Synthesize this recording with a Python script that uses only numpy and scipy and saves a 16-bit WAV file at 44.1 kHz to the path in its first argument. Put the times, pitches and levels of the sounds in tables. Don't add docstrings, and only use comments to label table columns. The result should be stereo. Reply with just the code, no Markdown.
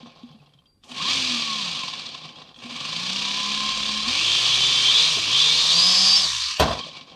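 import sys
import numpy as np
from scipy import signal
from scipy.fft import rfft, irfft, next_fast_len
from scipy.io import wavfile
from scipy.ndimage import uniform_filter1d, minimum_filter1d

SR = 44100
rng = np.random.default_rng(int(sys.argv[2]) if len(sys.argv) > 2 else 0)


def dump(signal):
    limited = np.clip(np.atleast_2d(signal).T, -1, 1)
    pcm = np.round(limited * 32767).astype(np.int16)
    wavfile.write(sys.argv[1], SR, pcm)


def to_linear_factor(level_db):
    exponent = np.asarray(level_db, float) / 20
    return 10 ** exponent


N = 315519
TIME = np.arange(N) / SR
SIZE = next_fast_len(N + SR // 2)
HZ = np.maximum(np.arange(SIZE // 2 + 1) * SR / SIZE, 1)

PINION_TEETH, WHEEL_TEETH = 9, 54
STARTS_S = (0.84, 2.555)
TAKEOFF_S, LANDING_S = 6.26, 6.597
# frequency_hz, level_db (per Hz)
FRAME_COLOUR = [(470, -43), (800, -31.5), (942, -9), (1070, -6.5), (1390, -16), (1580, -14.5), (1710, -14),
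                (2100, -13), (2380, -6.5), (2750, -2), (3300, 2.5), (3640, -1.5), (4610, -8), (7000, -21),
                (9100, -35), (15400, -120)]
# start_s, goal_hz (below zero = friction), lag_s, rattle_db, whine_db (relative)
STICK_MOVES = [(0, -40, 1.94, 0.5, -10.5), (.832, 28, 0.005, -11, -6), (.872, 230, .19, 8, -7),
               (1.0, 330, .12, 2, -6.5), (1.145, 100, 1.05, -1.5, -6), (1.58, -60, 0.73, 3, 0),
               (2.555, 212, 0.26, 3, -13), (4.055, 390, 0.16, -0.5, -5.5), (4.89, 505, .13, 0, -3.5),
               (5.125, 315, .035, -2, -9.5), (5.29, 475, 0.089, -0.5, -3.5), (5.70, 588, .095, 1.5, -7.5),
               (6.195, -20, 0.35, -2, 3.5), (6.6, -20, .35, 1.5, -30)]


def unit(x):
    return x / np.sqrt(np.mean(x ** 2))


def on_log(points):
    hz, value = np.transpose(points)
    return np.interp(np.log(HZ), np.log(hz), value)


def causal(db):
    cep = irfft(db * np.log(10) / 20, SIZE)
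    cep[1:SIZE // 2] *= 2
    cep[SIZE // 2 + 1:] = 0
    return np.exp(rfft(cep))


def modes(rows):
    total = 0
    for k, (hz, width, db) in enumerate(rows):
        total = total + (-1) ** k * to_linear_factor(db) * 1j * HZ * width / (hz ** 2 - HZ ** 2 + 1j * HZ * width)
    return total


def through(x, response):
    return irfft(rfft(x, SIZE) * response, SIZE)[..., :N]


def band(x, edges_hz):
    return signal.sosfiltfilt(signal.butter(2, edges_hz, "bandpass", fs=SR, output="sos"), x)


def walk(rate):
    k = int(SR / rate)
    held = np.repeat(rng.standard_normal(N // k + 1), k)
    return 1.3 * uniform_filter1d(uniform_filter1d(held, k), k)[:N]


def ramp(start_s, length_s):
    return np.clip((TIME - start_s) / length_s, 0, 1)


def growth(hz, size):
    return uniform_filter1d(np.gradient(np.log(hz)) * SR, size=size)


def ports(x, pan_db):
    # frequency_hz, balance_db (left minus right)
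    mic_balance = [(60, -1.5), (200, -.7), (690, .3), (1280, 3.5), (2360, 8), (4360, 9), (6400, 5),
                   (7600, -5), (9500, -10), (12000, -2), (14800, 0)]
    # frequency_hz, share common to both ports
    likeness = [(60, .93), (250, .95), (600, .84), (1000, .62), (2000, .22), (4000, .15), (8000, .02),
                (14000, .08)]
    room_t60_s, room_db = .12, -8
    t = TIME[:SR // 4]
    early = rng.standard_normal((2, len(t))) * to_linear_factor(-60 * t / .045)
    late = signal.lfilter([1], [1, -.7], rng.standard_normal((2, len(t)))) * to_linear_factor(-60 * t / room_t60_s)
    paths = rfft(unit(early) + to_linear_factor(room_db) * unit(late), SIZE)
    paths /= np.sqrt(uniform_filter1d(abs(paths) ** 2, size=250))
    like = np.clip(on_log(likeness), 0, .999)
    tilt = to_linear_factor(np.outer([.5, -.5], on_log(mic_balance) + pan_db))
    return through(x, (np.sqrt(like) + np.sqrt(1 - like) * paths) * tilt * 2 / tilt.sum(0))


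def room_hush():
    # frequency_hz, level_db (per Hz)
    hush_colour = [(15, -38), (25, -5), (59, -5), (96, -2), (298, -9), (700, -23), (1820, -31), (4060, -33),
                   (4610, -24), (5250, -34), (12000, -31), (15600, -69), (22000, -120)]
    return unit(through(rng.standard_normal(N), to_linear_factor(on_log(hush_colour)))) * to_linear_factor(-65 + walk(5))


def distant_engine():
    start_s, end_s, start_hz, hz_per_s = 3.05, 6.58, 45.4, 6.9
    since = TIME - start_s
    turns = start_hz * since + hz_per_s * since ** 2 / 2
    swell = ramp(start_s, 0.97) * np.clip((end_s - TIME) / 0.033, 0, 1)
    tone = swell * to_linear_factor(-51 - 4 * walk(8)) * np.sin(2 * np.pi * turns + 0.46 * walk(8.1))
    rumble = unit(through(rng.standard_normal(N), modes([(42, 25, 0)]) ** 2))
    return tone + rumble * swell * to_linear_factor(-65 + 2 * walk(3.6))


def place(out, start_s, sound):
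    out[int(start_s * SR):][:len(sound)] += sound


def fade(t, t60_s):
    return to_linear_factor(-60 * t / t60_s)


def crash_knocks(out, t):
    # start_s, peak_db, crack_db (relative)
    knocks = [(6.598, -0.5, -6.5), (6.608, -5, -14), (6.615, -12, -20), (6.622, -4, -29), (6.639, -25, -9),
              (6.658, -10.5, -25), (6.694, -16, -30), (6.707, -13, -30), (6.713, -18, -35),
              (6.722, -18, -25), (6.752, -20.5, -22), (6.773, -23, -20)]
    # pitch_hz, level_db, t60_s
    knock_modes = [(71.63, 0.5, 0.22), (106.76, -3.5, 0.2), (180, -11.5, 0.17), (272, -9, 0.1),
                   (420, -11, 0.2), (655, 0.5, 0.46), (732, -0.5, 0.1), (914, -2.5, 13), (940, -6, 0.15),
                   (1230, -43, 0.39), (1290, -48, 0.11)]
    sheet = signal.butter(3, [80, 4400], "bandpass", fs=SR, output="sos")
    for start_s, db, crack_db in knocks:
        ring = 0
        for hz, mode_db, t60_s in knock_modes:
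            level_chance, pitch_chance = rng.standard_normal(2)
            tone = np.sin(2 * np.pi * hz * (1 + .03 * pitch_chance) * t)
            ring = ring + to_linear_factor(mode_db + 3 * level_chance) * tone * fade(t, min(t60_s, .06 + 3 / hz))
        rattle = signal.sosfilt(sheet, rng.standard_normal(len(t))) * fade(t, 0.072)
        crack = signal.lfilter([1], [1, -.55], rng.standard_normal(len(t))) * fade(t, 0.0092)
        place(out, start_s, to_linear_factor(db) * (ring / abs(ring).max() + 0.62 * rattle + .5 * to_linear_factor(crack_db) * crack))


def gear_jolts(out, t):
    # start_s, peak_db, pitch_hz, t60_s
    jolts = [(0.028, -39, 236, 0.23), (0.233, -33, 240, 0.15), (0.302, -42, 153, 0.13),
             (0.346, -40.5, 220, 0.092), (0.401, -48.5, 144.4, 0.33), (.55, -48, 137, 0.14),
             (0.899, -44, 249, 0.49), (1.049, -29.5, 1071, 0.28), (2.58, -44, 240, 0.13),
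             (2.645, -35.5, 240, 0.28), (2.72, -38.5, 234.6, 0.24), (5.16, -36, 224.8, .12),
             (5.168, -29.5, 420, 0.054), (5.18, -26, 667, 0.039), (5.19, -37, 109, .15),
             (6.5, -35, 1075, 0.091), (6.797, -29, 499, .025), (6.804, -35.5, 1107, 0.24),
             (6.844, -34, 1096, .1), (6.867, -23, 599, 0.018), (6.887, -30, 563, .025)]
    for start_s, db, hz, t60_s in jolts:
        onset = 1 - np.exp(-t / 0.0036)
        place(out, start_s, to_linear_factor(db + 3.5) * onset * fade(t, t60_s) * np.sin(2 * np.pi * hz * t))


def tooth_pings(out, t):
    # start_s, peak_db, pitch_hz
    first_coast = [(0.03, -49, 3270), (0.0593, -47, 2310), (0.0937, -41, 2520), (0.1291, -41, 2390),
                   (0.1685, -46, 2390), (0.213, -43, 2440), (0.2299, -42, 3260), (0.2733, -49, 3390),
                   (0.2942, -46, 3380), (0.3237, -47, 3140), (0.3506, -52, 3370), (0.3783, -51, 2790),
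                   (0.399, -46, 2560), (0.4179, -55, 3420), (0.461, -55, 3230), (0.4928, -54, 3100),
                   (0.5357, -47, 3120), (0.5878, -47, 3150), (0.6574, -48, 3250)]
    second_coast = [(1.7583, -16, 2950), (1.78, -24, 3252), (1.8242, -24, 3120), (1.8735, -23.5, 3295),
                    (1.9354, -25, 3400), (1.9743, -29, 3117), (2.0117, -22, 2347), (2.0346, -25.5, 2400),
                    (2.0596, -27, 4290), (2.0831, -27, 3374), (2.114, -25, 4400), (2.1431, -29, 2384),
                    (2.178, -32, 2393), (2.2144, -30, 2430), (2.2523, -32, 2370), (2.2891, -30, 3050),
                    (2.336, -36, 3055), (2.3575, -30, 3286)]
    last_coast = [(6.7867, -22, 4480), (6.8098, -22, 3170), (6.8347, -24, 3175), (6.914, -30, 3060),
                  (6.939, -31, 2404), (6.9632, -25, 2332), (6.986, -30, 2320), (7.0093, -38, 3153),
                  (7.1185, -39, 3184)]
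    for start_s, db, hz in list(first_coast) + list(second_coast) + list(last_coast):
        onset = 1 - np.exp(-t / 0.00069)
        place(out, start_s, to_linear_factor(db - 1) * onset * fade(t, .035) * np.sin(2 * np.pi * hz * t))


def stick_spring(out, t):
    start_s, db, hz, t60_s = .664, -56, 4730, .36
    tone = np.sin(2 * np.pi * hz * t)
    tone += .3 * np.sin(2 * np.pi * 1.006 * hz * t) + .2 * np.sin(2 * np.pi * .935 * hz * t)
    place(out, start_s, to_linear_factor(db) * fade(t, t60_s) * (1 - np.exp(-t / 0.0037)) * tone)


def gear_ticks(out, t):
    # start_s, peak_db
    tick_times = [(0.0946, -59), (0.13, -55), (0.169, -52), (0.213, -59), (0.23, -40.5), (0.273, -48),
                  (0.3233, -49), (0.4185, -52), (0.46, -46.5), (0.492, -54), (0.536, -45), (0.5874, -52),
                  (0.657, -51.5), (0.8364, -36.5), (2.3578, -35), (2.386, -35), (2.4187, -32.5),
                  (2.452, -44), (2.474, -41), (2.4908, -36), (2.518, -52), (2.543, -37), (2.5603, -33),
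                  (2.588, -32), (2.602, -34)]
    for start_s, db in tick_times:
        place(out, start_s, to_linear_factor(db + 10.5) * rng.standard_normal(len(t)) * fade(t, 0.02))


def hits():
    out, ticks, t = np.zeros(N + SR), np.zeros(N + SR), TIME[:SR // 2]
    crash_knocks(out, t)
    gear_jolts(out, t)
    tooth_pings(out, t)
    stick_spring(out, t)
    gear_ticks(ticks, t)
    low_cut = causal(-6 * np.log2(1 + (58 / HZ) ** 4))
    return ports(through(out[:N], low_cut) + through(ticks[:N], causal(on_log(FRAME_COLOUR))), 0)


def step(values):
    held = np.asarray(values)[np.searchsorted(np.transpose(STICK_MOVES)[0], TIME, side="right") - 1]
    return uniform_filter1d(held, size=int(0.22 * SR))


def shaft_speed(ratio, slower, climb_hz, climb_s):
    start_hz, stall_hz = 24.416, .6
    hz, now = np.zeros(N), start_hz
    ends = [row[0] for row in STICK_MOVES[1:]] + [N / SR]
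    for (s, goal, lag, *_), end in zip(STICK_MOVES, ends):
        if goal > 550:
            goal, lag = climb_hz, climb_s
        elif goal > 300 and s > STARTS_S[1]:
            goal, lag = goal * ratio, lag * slower
        inside = (TIME >= s) & (TIME < end)
        hz[inside] = goal + (now - goal) * np.exp(-(TIME[inside] - s) / lag)
        now = max(goal + (now - goal) * np.exp(-(end - s) / lag), stall_hz)
    return np.maximum(hz, stall_hz)


def controls():
    # shaft_hz, frame_rattle_db, shaft_hum_db, blade_hum_db
    by_speed = [(0.605, -102, -90, -90), (5.04, -77, -90, -90), (22.8, -49, -90, -90),
                (49, -41.5, -80, -90), (109, -32, -86, -80), (159, -28.5, -50, -72),
                (214.3, -25, -46, -66.5), (240, -19.5, -35.5, -54.5), (269, -19.5, -47, -53.5),
                (364, -17.5, -51, -49.5), (475, -16.5, -49, -47.5), (577.9, -17, -51.5, -42.5)]
    hz = shaft_speed(1, 1.0, 632.0, 0.12)
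    at, *laws = np.transpose(by_speed)
    frame_db, shaft_db, blade_db = (np.interp(np.log(hz), np.log(at), law) for law in laws)
    effort_db, whine_db = step(np.transpose(STICK_MOVES)[3]), step(np.transpose(STICK_MOVES)[4])
    octaves = np.log2(np.maximum(hz, 8) / 100)
    lifted_db = -27.5 * ramp(TAKEOFF_S, 0.12) * (TIME < LANDING_S)
    shake_hold_s, shake_fade_s = 0.09, 0.048
    shake = np.exp(-np.maximum(TIME - LANDING_S - shake_hold_s, 0) / shake_fade_s)
    shake *= to_linear_factor(4) * (TIME > LANDING_S)
    scrape = 0
    for s, fade_s in zip(STARTS_S, (0.039, 0.023)):
        scrape = scrape + (TIME > s) * np.exp(-abs(TIME - s) / fade_s) * to_linear_factor(2.5)
    board_db = 20 * np.log10(to_linear_factor(-15.5 - 3.5 * octaves + lifted_db) + shake)
    hiss_db = 20 * np.log10(to_linear_factor(-18 + 3.5 * octaves) + scrape)
    shaft_db = shaft_db + effort_db + lifted_db
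    return hz, frame_db + effort_db, board_db, hiss_db, whine_db, shaft_db, blade_db + effort_db, lifted_db


def tooth_knocks(hz, turns):
    tooth = (turns * PINION_TEETH).astype(int)
    teeth = np.arange(tooth[-1] + 1)
    pinion_db = 2.1 * rng.standard_normal(PINION_TEETH)[teeth % PINION_TEETH]
    wheel = uniform_filter1d(rng.standard_normal(WHEEL_TEETH), size=9, mode="wrap")
    wheel_db = 10.0 * wheel[teeth % WHEEL_TEETH]
    loose_db = 1.55 * rng.standard_normal(len(teeth))
    strength = to_linear_factor(pinion_db + wheel_db + loose_db)[tooth] ** np.clip(190 / hz, 1, 1.3)
    since = turns * PINION_TEETH - tooth
    shape = np.exp(-since / np.clip(hz / 600, 0.06, 0.26)) + np.clip(hz / 250, 0.08, 0.33)
    knocks = strength * shape * rng.standard_normal(N)
    return knocks / np.sqrt(uniform_filter1d(knocks ** 2, size=SR // 6))


def mesh_whine(hz, turns, ninth_db, eighth_db, higher_db, fifth_db, sings_s):
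    whine_orders = [(2, -19), (3, -25), (5, -7), (6, -16), (7, -14), (8, 0), (9, 0), (10, -5), (11, -12),
                    (15, -3), (16, -7), (18, -9), (19, 2)]
    slow = np.clip(214 / hz, 0, 1) ** 10
    thrust = ramp(sings_s[0], .1) * np.clip((sings_s[1] - TIME) / .06, -.4, 1)
    fast_db = -8 * np.clip((hz - 420) / 40, 0, 1)
    rising_db = -12 * np.clip((203 - hz) / 20, 0, 1)
    higher_db = higher_db * abs(thrust) + fast_db
    extra_db = {5: fifth_db, 8: eighth_db * abs(thrust), 9: ninth_db * thrust,
                10: higher_db, 11: higher_db, 18: rising_db, 19: rising_db}
    whine = 0
    for k, db in whine_orders:
        waver_db = (2.4 * walk(9) + 2.2 * walk(40)) * (1 - thrust / 2) * (.7 if k == 5 else 1)
        level = to_linear_factor(db + extra_db.get(k, 0)) * (slow if k > 11 else 1) * to_linear_factor(waver_db - 1.0)
        whine = whine + level * np.sin(2 * np.pi * (int(k) * turns + rng.random()))
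    whine += .45 * walk(600) * np.sin(2 * np.pi * 8.5 * turns)
    gaining = np.clip(growth(hz, 2000) / 2, 0, 1) * np.clip((225 - hz) / 50, 0, 1)
    return whine + to_linear_factor(-1) * gaining * walk(500) * np.sin(2 * np.pi * 18 * turns)


def gearbox(hz, *singing):
    jitter = np.minimum(hz / 70000, 1500 / hz ** 2 + .001) * walk(9) + .002 * walk(60)
    turns = np.cumsum(hz * (1 + jitter)) / SR + rng.random()
    return tooth_knocks(hz, turns), mesh_whine(hz, turns, *singing), turns


def rattle_paths():
    # pitch_hz, width_hz, level_db
    frame_modes = [(2227, 270, -2), (3300, 770, 2.5), (4330, 2000, 2.5)]
    arm_rings = [(2380, 150, -1), (3290, 150, 1), (4650, 320, -4)]
    board_modes = [(153.5, 17.3, 6.5), (240, 60, 5.5), (1055, 63, 2), (518.4, 48, -6.5), (680, 30, -4.5),
                   (725, 61, -7), (848, 62, -6.5)]
    # frequency_hz, level_db (per Hz)
    hiss_colour = [(3000, -51.5), (4600, -8.5), (5500, 0.5), (6400, -0.5), (8200, -10.5), (10300, -19.5),
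                   (13100, -31), (14300, -32)]
    frame = causal(on_log(FRAME_COLOUR) - 6 * np.log2(1 + (880 / HZ) ** 6))
    frame = frame * (1 + modes(frame_modes) * 0.5) * (1 + sum(modes([row]) for row in arm_rings))
    sheet = to_linear_factor(-10.0) * causal(-9 * np.log2(1 + (HZ / 1100) ** 2) - 12 * np.log2(1 + (60 / HZ) ** 2))
    low_board, upper_board = modes(board_modes[:3]), modes(board_modes[3:]) + sheet
    paths = np.array([frame, low_board, upper_board, causal(on_log(hiss_colour))])
    return paths / np.sqrt(np.mean(abs(paths) ** 2, axis=1))[:, None]


def frame_in_flight(out, hz):
    grounded = TIME < LANDING_S
    legs = band(out, (2072, 2871)) * 0.43 * ramp(5.307, 0.41) * grounded
    gaining = uniform_filter1d(1. * (np.gradient(hz) > 0), size=1500)
    out = out - band(out, (3130, 7460)) * gaining * np.clip(0.58 * (1 - (hz / 176) ** 2), 0, 1)
    free = ramp(6.2, 0.075) * grounded
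    out = out - band(out, (3050, 3600)) * 0.45 * free
    for edges_hz in ((2500, 3300), (3300, 4200), (4200, 5300)):
        out = out + band(out, edges_hz) * (to_linear_factor(3 * walk(22) * free) - 1)
    return out - legs


def quadcopter():
    # speed ratio, rattle_db, pan_db (left minus right), whine_db
    motors = [(1.0, 0, 0, -2), (1.012, -2, 1, -3), (.972, -4, -1, -5), (1.03, -6, .5, -7)]
    trim = [(1, 1), (1.015, 1.5), (.97, 1.2), (.95, 1.3)]
    # goal_hz, lag_s, ninth_order_db, eighth_order_db, higher_orders_db
    climb = [(620, .32, 9, 6, -6), (582, .115, 6, -8, -6), (596, .32, 4, -6, -6), (545, .2, -8, -6, -6)]
    fifth_db = [3, -12, -14, -14]
    # start_s, end_s
    sings_s = [(5.95, 6.3), (5.68, 6.04), (5.78, 6.28), (5.72, 6.28)]
    # frequency_hz, level_db
    whine_path = [(300, -9), (850, -14), (1070, 5.5), (1350, -21), (2100, -21.5), (2330, -6.5),
                  (2600, -10.5), (2900, -13), (3200, 1), (3550, -0.5), (4200, -7), (4600, 0.5), (5350, 0),
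                  (6000, -25), (9000, -30), (14000, -44)]
    # rotor order, level_db (against the blade hum)
    unbalance = [(4, -13), (7, -33), (8, -4.5)]
    hz, frame_db, board_db, hiss_db, whine_db, shaft_db, blade_db, lifted_db = controls()
    paths = rattle_paths()
    low_db = board_db + 2.5 - 2.34 * np.log2(np.maximum(hz, 40) / 100)
    upper_db = board_db - 0.5 + 2.57 * np.log2(np.clip(110 / hz, 1, 6))
    gains = to_linear_factor(frame_db + np.array([0 * hz, low_db, upper_db, hiss_db]))
    spinning = np.clip((hz - 70) / 60, 0, 1)
    out = 0
    for k, (ratio, db, pan_db, mesh_db) in enumerate(motors):
        own_hz = shaft_speed(*trim[k], *climb[k][:2]) * ratio
        load = np.clip(.85 + .6 * growth(own_hz, 3000), .3, 1)
        load = load * np.clip((TAKEOFF_S + .1 - TIME) / .1, .3, 1) * np.clip((hz - 110) / 70, 0, 1)
        knocks, whine, turns = gearbox(own_hz, *climb[k][2:], fifth_db[k], sings_s[k])
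        rattle = (through(knocks, paths) * gains).sum(0)
        tone = through(whine, to_linear_factor(on_log(whine_path)))
        tone = tone * to_linear_factor(frame_db + whine_db + mesh_db) * spinning * load
        rotor = turns * PINION_TEETH / WHEEL_TEETH
        hum = to_linear_factor(shaft_db) * np.sin(2 * np.pi * turns) + to_linear_factor(blade_db) * np.sin(4 * np.pi * rotor)
        if k == 0:
            unbalance_db = np.maximum(blade_db + lifted_db, shaft_db - 6.0)
            for order, order_db in unbalance:
                hum += to_linear_factor(unbalance_db + order_db) * np.sin(2 * np.pi * int(order) * rotor)
        motor = to_linear_factor(db - 6.0) * rattle + 1.29 * tone + to_linear_factor(4.0 - 6.7 * k) * spinning * hum
        out = out + ports(motor, pan_db)
    return frame_in_flight(out, hz)


def scene():
    return ports(room_hush() + distant_engine(), 0) + hits() + quadcopter()


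def band_limit(x):
    return signal.sosfilt(signal.butter(12, 15430, fs=SR, output="sos"), x)


def record(dry):
    gain = np.minimum(1, .86 / (abs(dry).max(0) + 1e-9))
    gain = uniform_filter1d(minimum_filter1d(gain, size=201), size=200)
    top_cut = signal.ellip(8, .2, 70, 14250, fs=SR, output="sos")
    mix = signal.sosfilt(top_cut, dry * gain)
    return band_limit(mix)


dry = scene()
out = record(dry)
dump(out)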